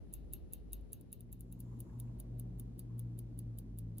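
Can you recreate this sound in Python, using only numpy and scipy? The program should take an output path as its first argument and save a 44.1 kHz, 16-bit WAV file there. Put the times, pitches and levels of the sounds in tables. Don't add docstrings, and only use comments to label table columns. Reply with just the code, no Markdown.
import sys
import numpy as np
from scipy.fft import rfft, irfft, next_fast_len
from scipy.io import wavfile
from scipy.ndimage import uniform_filter1d, map_coordinates

SR = 44100
rng = np.random.default_rng(int(sys.argv[2]) if len(sys.argv) > 2 else 0)


def inscribe(sig):
    pcm = np.round(np.clip(np.atleast_2d(sig).T, -1, 1) * 32767)
    wavfile.write(sys.argv[1], SR, pcm.astype(np.int16))


N = 176400


def amp(db):
    return 10 ** (np.asarray(db) / 20)


def unit(x):
    return x / np.sqrt(np.mean(x ** 2) + 1e-20)


def along(points, hz):
    point_hz, values = np.transpose(points)
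    return np.interp(np.log(hz + 1), np.log(point_hz + 1), values)


def curve(rows):
    return np.interp(np.arange(N) / SR, *np.transpose(rows))


def wobble(rate_hz):
    knots = rng.standard_normal(int(N * rate_hz / SR) + 4)
    return map_coordinates(knots, [np.arange(N) * rate_hz / SR])


def swell(middle_s, length_s):
    return np.exp(-(2 * (np.arange(N) / SR - middle_s) / length_s) ** 4)


def filtered(x, response):
    size = next_fast_len(N + SR // 2)
    return irfft(rfft(x, size) * response(np.fft.rfftfreq(size, 1 / SR)), size)[..., :N]


def noise(spectrum):
    return unit(filtered(rng.standard_normal((2, N)), lambda hz: amp(along(spectrum, hz))))


def narrow(hz, q):
    white = rng.standard_normal((2, N))
    return unit(filtered(white, lambda f: 1 / (1 + (q * (f / hz - hz / (f + 1))) ** 2)))


def even(x, samples=100):
    return x / np.sqrt(np.abs(uniform_filter1d(x ** 2, samples)) + 1e-20)


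def add(track, start_s, sound):
    part = track[max(round(start_s * SR), 0):][:len(sound)]
    part += sound[:len(part)]


def room(spectrum, likeness, air_db, left_db, hum_db, waver_db, motor_hz=48.8):
    width = lambda hz: np.arccos(np.clip(along(likeness, hz), -1, 1)) / 2
    mid, side = filtered(noise(spectrum), lambda hz: np.array([np.cos(width(hz)), np.sin(width(hz))]))
    level_db = air_db + 0.49 * wobble(6.83) + np.array([[.5], [-.5]]) * left_db
    air = unit(np.array([mid + side, mid - side])) * amp(level_db)
    hum = np.sqrt(2) * np.sin(2 * np.pi * (motor_hz * np.arange(N) / SR + rng.random()))
    return air + hum * amp(hum_db + waver_db * wobble(5))


def watch(contacts, modes, hollow_db, crack_colour, wash_colour, *, first_s, tock_lead_s, tock_db,
          contact_s, crack_db, crack_t60_s, slide_db, wash_db, wash_t60_s, echo_db, echo_t60_s):
    # frequency in Hz, phase lead of left over right in radians.
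    stereo_phase = [(2500, 0), (3800, -.6), (4800, -2.4), (6400, -.4), (7300, -1.6), (8100, -2.8),
                    (8750, -3.15), (10800, -6.2), (12000, -7.6), (16200, -13)]
    # frequency in Hz, relative density in dB.
    echo_colour = [(1900, -35), (2400, -12), (2750, 1), (3050, -1), (3300, -10), (3750, 1), (4500, -6),
                   (5400, -24), (9000, -32)]
    beat_s, swing_s, swing_db = .19828, .049, -8
    ring_db, linewidth_hz, t60_scatter, hollow_below_hz = 2.5, 20, .2, 5000
    ring, crack_power, wash_power, echo_power = np.zeros((4, N))
    t = np.arange(SR // 6) / SR
    rise = np.minimum(t / contact_s, 1)
    fall = lambda t60_s: amp(-60 * np.maximum(t - contact_s, 0) / t60_s)
    mode_hz, mode_db, mode_t60_s = np.transpose(modes)[:, :, None]
    for beat, boost_db in enumerate(hollow_db):
        tock = beat % 2
        lock_s = first_s + beat * beat_s - tock * tock_lead_s
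        strength = amp(tock * tock_db + rng.normal(0, 0.18))
        walk = np.cumsum(rng.standard_normal((len(modes), len(t))), axis=1)
        phase = 2 * np.pi * mode_hz * t + walk * np.sqrt(2 * np.pi * linewidth_hz / SR)
        beat_t60_s = mode_t60_s * np.exp(t60_scatter * rng.standard_normal(mode_t60_s.shape))
        decay = amp(mode_db + boost_db * (mode_hz < hollow_below_hz) - 60 * t / beat_t60_s)
        partials = rise * decay * np.exp(1j * phase)
        for *ahead_s, contact_db in contacts:
            start_s = lock_s - ahead_s[tock]
            gain = strength * amp(contact_db)
            struck = amp(rng.normal(0, 1.5, len(modes))) * np.exp(2j * np.pi * rng.random(len(modes)))
            add(ring, start_s, gain * (struck[:, None] * partials).imag.sum(axis=0))
            add(crack_power, start_s, (gain * rise * fall(crack_t60_s)) ** 2)
            add(wash_power, start_s, (gain * rise * fall(wash_t60_s)) ** 2)
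        add(echo_power, lock_s, (strength * rise * fall(echo_t60_s)) ** 2)
        whisper = np.linspace(0, strength * amp(swing_db), int(swing_s * SR))
        add(echo_power, lock_s - swing_s, whisper ** 2)
        slide_s = contacts[0][tock]
        slide = np.full(int(slide_s * SR), strength * amp(slide_db[tock]))
        add(crack_power, lock_s - slide_s, slide ** 2)
    crack = amp(crack_db) * np.sqrt(crack_power) * even(noise(crack_colour)[0])
    wash = amp(wash_db) * np.sqrt(wash_power) * noise(wash_colour)[0]
    spread = lambda hz: np.exp(.5j * np.outer([1, -1], along(stereo_phase, hz)))
    direct = filtered(amp(ring_db) * ring + crack + wash, spread)
    walls = noise(echo_colour)
    return direct + amp(echo_db) * np.sqrt(echo_power) * unit(walls + 0.24 * walls[::-1])


def bare_watch():
    # time ahead of the lock in seconds on the tick, the same on the tock, relative dB.
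    contacts = [(.0100, .0090, -20), (.0055, .0054, -20), (0, 0, 0)]
    # frequency in Hz, relative level in dB, T60 in seconds.
    modes = [(2730, -69, .06), (3760, -64.5, .045), (4520, -71, .02), (6430, -67, .062), (7300, -64, .035),
             (7750, -63, .02), (8650, -58, .05), (10400, -50, .025), (11520, -56, .085), (11790, -59, .08),
             (12020, -61, .09), (13150, -58, .05), (13600, -45, .01), (14680, -55.5, .065),
             (15450, -65, .075)]
    # one beat's boost of the low, hollow modes in dB.
    hollow_db = [-8, -0.5, -3.5, 3, -4, -0.5, -5, -4]
    # frequency in Hz, relative density in dB.
    crack_colour = [(2200, -71), (3600, -16.5), (5800, -26.5), (7600, -8), (9500, 0), (10600, 5.5),
                    (12000, -3), (13500, 6), (14800, 3.5), (16200, -31)]
    wash_colour = [(2000, -17.5), (7600, -14), (9000, 4), (11000, -20), (14800, 1), (16200, -29.5)]
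    return watch(contacts, modes, hollow_db, crack_colour, wash_colour,
                 first_s=.1376, tock_lead_s=.0012, tock_db=1, contact_s=.00037,
                 crack_db=-34.5, crack_t60_s=.012, slide_db=(-27, -36),
                 wash_db=-64, wash_t60_s=.17, echo_db=-74, echo_t60_s=.35)


def shut_watch():
    contacts = [(.0118, .0130, -24), (.0068, .0080, -20.5), (0, 0, 0)]
    modes = [(3130, -73, .018), (3650, -68, .022), (4580, -73, .045), (6430, -83, .1), (6850, -67, .015),
             (9630, -66, .055), (10020, -72, .075), (10750, -64, .03), (11370, -72, .08),
             (11790, -70, .085), (11990, -70, .085), (13000, -55, .014), (14150, -70, .07),
             (14690, -70, .07), (15250, -70, .075)]
    hollow_db = [-4, 3, 1.5, -1.5, -3.5, -0.5, 0.5, 3, -0.5, 0, 1.5, -15, 2, 2.5, 3, 0.5, 3.5]
    crack_colour = [(2400, -48.5), (3400, -22.5), (5600, -31.5), (7600, -7.5), (9300, 6), (11000, -1),
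                    (12400, 3.5), (13800, 2.5), (15200, -0.5), (16200, -26)]
    wash_colour = [(2000, -32), (5000, -2), (7500, -12.5), (9200, 7.5), (12800, -10), (15000, -15),
                   (16200, -14)]
    return watch(contacts, modes, hollow_db, crack_colour, wash_colour,
                 first_s=.8094, tock_lead_s=-.0022, tock_db=-.05, contact_s=.0015,
                 crack_db=-42.5, crack_t60_s=.014, slide_db=(-33, -32),
                 wash_db=-66.5, wash_t60_s=.091, echo_db=-79, echo_t60_s=.1)


def far_engine(left_db=1):
    # time in seconds, frequency in Hz.
    pitch = [(1.2, 117.3), (1.8, 118.5), (2.6, 119.5), (3.0, 117.6), (3.45, 115.8), (3.75, 111), (4, 112)]
    # time in seconds, level in dB.
    levels = [(1.0, -52.5), (1.58, -50.5), (1.7, -47.5), (1.82, -47), (1.88, -65), (1.96, -45), (2.1, -46),
              (2.23, -57.5), (2.34, -44), (2.48, -47), (2.68, -50), (2.8, -53), (2.98, -41.5), (3.2, -46),
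              (3.34, -50.5), (3.49, -43.5), (3.66, -54.5), (3.82, -45), (4, -47)]
    # relative level in dB, waver in dB.
    orders = [(-11, 2), (0, .3), (-10, 2.5), (-17, 3)]
    shaft_phase = np.pi * np.cumsum(curve(pitch)) / SR
    level_db = curve(levels)
    drone = 0
    for order, (order_db, waver_db) in enumerate(orders, 1):
        base_db = level_db if order == 2 else level_db.mean()
        gain = amp(base_db + order_db + waver_db * wobble(11))
        drone += np.sqrt(2) * gain * np.sin(order * shaft_phase + 2 * np.pi * rng.random())
    return drone * amp(np.array([[.5], [-.5]]) * left_db)


def taps(t60_s=.06, q=4):
    # start in seconds, centre in Hz, level in dB.
    hits = [(1.292, 2030, -72), (1.895, 1650, -70), (2.077, 2450, -76)]
    t = np.arange(N) / SR
    return sum((t > start_s) * amp(db - 60 * np.abs(t - start_s) / t60_s) * narrow(hz, q)
               for start_s, hz, db in hits)


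def thin_hiss(level_db=-84):
    # frequency in Hz, relative density in dB.
    colour = [(5000, -13), (7300, 2), (8600, -16), (11000, 0), (13200, -20), (15200, -4), (16200, -24)]
    return amp(level_db) * swell(middle_s=1.77, length_s=.76) * noise(colour)


def rubbing(grain_db=3.5, grain_hz=43.95, q=2.76):
    # middle in seconds, length in seconds, centre in Hz, level in dB.
    strokes = [(1.896, 0.64, 944, -75.5), (2.29, 0.8, 606, -74), (2.942, 0.11, 1010, -74.5)]
    rubs = sum(amp(db) * swell(middle_s, length_s) * narrow(hz, q)
               for middle_s, length_s, hz, db in strokes)
    return rubs * amp(grain_db * wobble(grain_hz))


def scene(dissolve_start_s=.77, dissolve_end_s=1.76):
    # frequency in Hz, relative density in dB.
    bare_air = [(20, -29), (35, -13.5), (68, 8), (95, -0.5), (260, -8.5), (400, -12), (600, -22.5),
                (1100, -38), (2200, -43), (7000, -51), (11000, -49.5), (16000, -67)]
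    shut_air = [(20, -34), (38, -19), (60, 0.5), (85, 0), (130, -1.5), (220, 0.5), (300, -4), (430, -13),
                (650, -23), (1300, -36), (2400, -41), (7000, -47), (11000, -51), (16000, -59.5)]
    # frequency in Hz, left-right correlation of the room noise.
    bare_likeness = [(60, -0.44), (130, 0.33), (5000, -0.15), (8600, -.85), (10800, 0.93), (13300, -0.86),
                     (15500, 0.93)]
    shut_likeness = [(55, 0.79), (130, 0.61), (290, 0.83), (640, 0.21), (8600, -0.6), (10800, 1),
                     (13300, -1), (15500, 1)]
    # time in seconds, level in dB.
    rumble = [(1.2, -56), (1.8, -55), (2.45, -54), (4, -55.5)]
    bare = bare_watch()
    bare += room(bare_air, bare_likeness, air_db=-52.5, left_db=3, hum_db=-56.5, waver_db=3.5)
    shut = shut_watch()
    shut += room(shut_air, shut_likeness, air_db=curve(rumble), left_db=.96, hum_db=-52.5, waver_db=3)
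    shut += far_engine() + taps() + thin_hiss() + rubbing()
    share = curve([(dissolve_start_s, 0), (dissolve_end_s, 1)])
    return (1 - share) * bare + share * shut


def record(dry, fade_s=.006, top_hz=16500):
    edge_s = np.minimum(np.arange(N), np.arange(N)[::-1]) / SR
    fade = np.sin(np.pi / 2 * np.minimum(edge_s / fade_s, 1)) ** 2
    return filtered(dry * fade, lambda hz: hz < top_hz)


dry = scene()
out = record(dry)
inscribe(out)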